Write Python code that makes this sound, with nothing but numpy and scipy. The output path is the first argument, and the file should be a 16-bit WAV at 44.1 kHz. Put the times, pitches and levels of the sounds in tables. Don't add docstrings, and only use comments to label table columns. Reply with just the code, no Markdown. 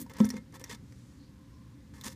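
import sys
import numpy as np
from scipy import signal
from scipy.fft import rfft, irfft
from scipy.io import wavfile

SR = 44100
rng = np.random.default_rng(int(sys.argv[2]) if len(sys.argv) > 2 else 0)


def log_audio(samples):
    frames = np.atleast_2d(samples).T
    limited = np.clip(frames, -1, 1)
    pcm = np.round(limited * 32767).astype(np.int16)
    wavfile.write(sys.argv[1], SR, pcm)


N = 94815


def undb(db):
    return 10 ** (np.asarray(db) / 20)


def unit(x):
    return x / np.sqrt(np.mean(x ** 2) + 1e-30)


def fade(t, t60):
    return (t >= 0) * np.exp(-np.log(1000) * np.maximum(t, 0) / t60)


def colour(x, points, tilt_db=0):
    octave = np.log2(np.maximum(np.fft.rfftfreq(len(x), 1 / SR), 1))
    hz, db = np.array(points).T
    slope = tilt_db * np.maximum(octave - np.log2(hz[0]), 0)
    return irfft(rfft(x) * undb(np.interp(octave, np.log2(hz), db) + slope), len(x))


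def band(size, hz, width):
    detuning = 2 * (np.fft.rfftfreq(size, 1 / SR) - hz) / width
    return unit(irfft(rfft(rng.standard_normal(size)) / (1 + detuning ** 2), size))


def burst(x, envelope):
    return unit(x * envelope) * np.sqrt(np.mean(envelope ** 2))


def add(out, start, x):
    i = max(int(start * SR), 0)
    out[i:i + len(x)] += x[:max(N - i, 0)]


# (frequency [Hz], relative density [dB])
ROOM_SPECTRUM = [(20, -34), (40, -7), (68, 2), (95, -2), (150, -3), (280, -8), (345, -16.5), (450, -25),
                 (720, -33.5), (1030, -26.5), (1300, -31.5), (1750, -30), (2700, -36), (4000, -35.5),
                 (7000, -39), (15000, -48.5)]
# (frequency [Hz], bandwidth [Hz], level [dB])
ROOM_DRONES = [(120.64, 5.6, -58), (206.5, 12, -68), (250, 32, -67), (284.8, 14, -63.5), (520.3, 39, -74.5)]
def room():
    air = undb(-52.5) * unit(colour(rng.standard_normal(N), ROOM_SPECTRUM))
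    return air + sum(undb(db) * band(N, hz, width) for hz, width, db in ROOM_DRONES)


# (time [s], duration [s], frequency [Hz], bandwidth [Hz], level [dB])
NOISE_SWELLS = [(-0.03, 0.1, 267.3, 75, -41.5), (0.338, 0.082, 208, 60, -45.5),
                (0.344, 0.081, 508, 24, -50.5), (0.766, 0.11, 189, 134, -53), (0.776, 0.5, 6600, 5300, -71),
                (1.16, 0.15, 4470, 1200, -71), (1.267, 0.57, 1045, 88, -72.5),
                (1.503, .09, 5400, 900, -75.5), (1.916, 0.039, 110, 110, -52.5)]
def swells():
    t, out = np.arange(N) / SR, np.zeros(N)
    for start, length, hz, width, db in NOISE_SWELLS:
        swell = np.sin(np.pi * np.clip((t - start) / length, 0, 1))
        out += undb(db) * swell * band(N, hz, width)
    return out


# (frequency [Hz], relative density [dB])
GRIND_SPECTRUM = [(100, -9.5), (400, 1.5), (700, -6.5), (1000, 4.5), (1450, -4), (2000, 4), (2800, -5),
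                  (3600, -2), (6000, 0.5), (8000, -1.5), (11000, -3), (15000, 2)]
# (time [s], rise time [s], time to release [s], level [dB], tilt [dB/octave], treble cutoff [Hz])
GRAVEL_SLIDES = [(0.0, 0.00067, .027, -47, 4, 14200), (0.097, 0.0025, 0.02, -53.5, -3.5, 9200),
                 (0.144, 0.0023, 0.035, -55.5, 1, 2780), (0.183, 0.0025, 0.014, -46.5, -3, 12900),
                 (0.205, 0.0019, 0.044, -50, -4.5, 13000), (0.247, 0.0034, 0.022, -49.5, -2, 12000),
                 (0.303, 0.015, 0.073, -57.5, -2.5, 9000), (0.361, 0.0025, 0.023, -55.5, -2.8, 11000),
                 (0.528, 0.0033, 0.037, -59, -4.5, 13000), (0.5404, 0.0009, 0.026, -53, -1.7, 11800),
                 (0.599, 0.0024, 0.019, -54.5, -3, 13000), (0.641, 0.0051, 0.052, -60, -1, 6500),
                 (0.694, 0.0024, 0.039, -46, 1, 6050), (0.741, 0.0023, 0.0099, -52, 1.5, 6440),
                 (1.933, 0.0084, 0.14, -61.5, -1.3, 10100), (2.034, 0.012, 0.049, -42.5, 0.5, 9300),
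                 (2.075, 0.013, 0.057, -55.5, 1.8, 9000)]
def slides():
    contacts_per_s, spread_db = 3000, 3.5
    smear_t60_s, release_s = 0.013, 0.005
    t, out = np.arange(SR // 5) / SR, np.zeros(N)
    for start, rise, length, db, tilt_db, cutoff_hz in GRAVEL_SLIDES:
        contacts = rng.random(len(t)) < contacts_per_s / SR
        strength = undb(spread_db * np.minimum(rng.exponential(size=len(t)), 3))
        power = signal.fftconvolve((contacts * strength) ** 2, fade(t, smear_t60_s) ** 2)[:len(t)]
        grains = np.sqrt(np.abs(power)) * rng.standard_normal(len(t))
        grains = colour(grains, GRIND_SPECTRUM, tilt_db)
        grains = signal.sosfilt(signal.butter(2, cutoff_hz, fs=SR, output="sos"), grains)
        effort = np.minimum(t / rise, 1) * np.exp(-np.maximum(t - length, 0) / release_s)
        add(out, start, undb(db) * burst(grains, effort))
    return out


# (frequency [Hz], relative density [dB])
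STONE_SPECTRUM = [(100, -5.5), (400, 7.5), (700, -9.5), (1000, -2), (1450, 0.5), (2000, 11), (2800, -3),
                  (4000, 2.5), (6000, 7), (8000, 0.5), (11000, -3.5), (15000, -4.5)]
# (time [s], level [dB], ring frequency [Hz], relative ring level [dB], tilt [dB/octave])
PEBBLE_CLICKS = [(0.003, -34, 13500, -15, 30), (0.0142, -43.5, 10000, 5, -18),
                 (0.0628, -52.5, 990, 2, -5.5), (0.096, -45, 14500, -8.5, -3.5),
                 (0.1353, -46, 9400, -18, -0.5), (0.1678, -45.5, 4930, -7, -1.5),
                 (0.198, -48.5, 7850, 4, 24), (0.2021, -31.5, 3520, -11, -4.5), (0.2115, -47, 12700, -4, 6),
                 (0.2448, -29.5, 5800, -6, -10), (0.2519, -35.5, 9900, -2.5, 9),
                 (0.2891, -37, 5650, -31, 3), (0.3027, -33, 5630, 2.5, 0.3), (0.34, -36.5, 7800, -23, -6.5),
                 (0.367, -41.5, 2120, -2, -3), (0.5237, -53, 9000, -11, -2), (0.5956, -48.5, 11400, -4, 1),
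                 (0.613, -46, 8000, -5, -13), (0.640, -36.5, 6030, -0.5, -0.1),
                 (0.6964, -42.5, 1790, -2.5, -3.5), (0.724, -44.5, 7900, -4, -26),
                 (0.7475, -46, 8000, -16, -1), (0.9228, -52, 2240, -17, -2), (1.9376, -52, 2000, -8, -4),
                 (2.011, -42.5, 4040, -1.5, 5.5), (2.041, -47.5, 7500, 8.5, 14), (2.06, -43, 6300, -10, 4),
                 (2.098, -57, 5360, 9, -5)]
def clicks():
    t, out = np.arange(SR // 10) / SR, np.zeros(N)
    attack = np.minimum(t / 0.001, 1)
    for start, db, hz, ring_db, tilt_db in PEBBLE_CLICKS:
        stone = colour(rng.standard_normal(len(t)), STONE_SPECTRUM, tilt_db)
        crack = burst(stone, attack * fade(t, t60=0.026))
        ring = burst(band(len(t), hz, width=0.22 * hz), attack * fade(t, t60=0.024))
        add(out, start, undb(db) * (crack + undb(ring_db) * ring))
    return out


# (frequency [Hz], relative level [dB], decay time T60 [s])
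WALL_MODES = [(259.5, 3.5, 0.067), (530, 3, 0.28), (953, -3, 0.083), (1146, -3.5, 0.02), (1315, -0.5, 0.16),
              (1769, 0, 0.1), (1923, -2, 0.053), (2125, -3.5, 0.13), (3595, 2, 0.041)]
def enclosure(gravel):
    walls_db, echo_db = -19, -19
    t = np.arange(SR // 2) / SR
    walls = sum(undb(db) * unit(np.sin(2 * np.pi * hz * t) * fade(t, t60)) for hz, db, t60 in WALL_MODES)
    echo = unit(rng.standard_normal(len(t)) * fade(t, t60=0.25))
    impulse_response = (undb(walls_db) * walls + undb(echo_db) * echo) / np.sqrt(len(t))
    return gravel + signal.fftconvolve(gravel, impulse_response)[:N]


# (frequency [Hz], relative level [dB], decay time T60 [s])
FLOOR_MODES = [(149, -29, 0.11), (213, -8.5, 0.21), (253.8, -23.5, 0.5), (375, -24, 0.085),
               (524.7, -25.5, 0.089)]
# (time [s], gain [dB])
SHELL_KNOCKS = [(0.1917, -29), (0.2026, -1.5), (0.338, -26), (0.727, -32), (2.054, -31)]
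def knocks():
    push_s = 0.00165
    t, out = np.arange(SR) / SR, np.zeros(N)
    modes = sum(-(-1) ** k * undb(db) * np.sin(2 * np.pi * hz * t) * fade(t, t60)
                for k, (hz, db, t60) in enumerate(FLOOR_MODES))
    boom = modes * (1 - np.exp(-t / push_s))
    thud = undb(-28) * band(SR, hz=1050, width=730) * fade(t, t60=0.023)
    for start, db in SHELL_KNOCKS:
        add(out, start, undb(db) * (boom + thud))
    return out


def scene():
    return (knocks() + enclosure(clicks() + slides()) + swells() + room())[None]


def record(dry):
    low_hz, top_hz = 52.7, 15100
    microphone = signal.butter(2, low_hz, "high", fs=SR, output="sos")
    recorder = signal.ellip(10, .2, 80, top_hz, fs=SR, output="sos")
    return signal.sosfilt(recorder, signal.sosfilt(microphone, dry))


dry = scene()
out = record(dry)
log_audio(out)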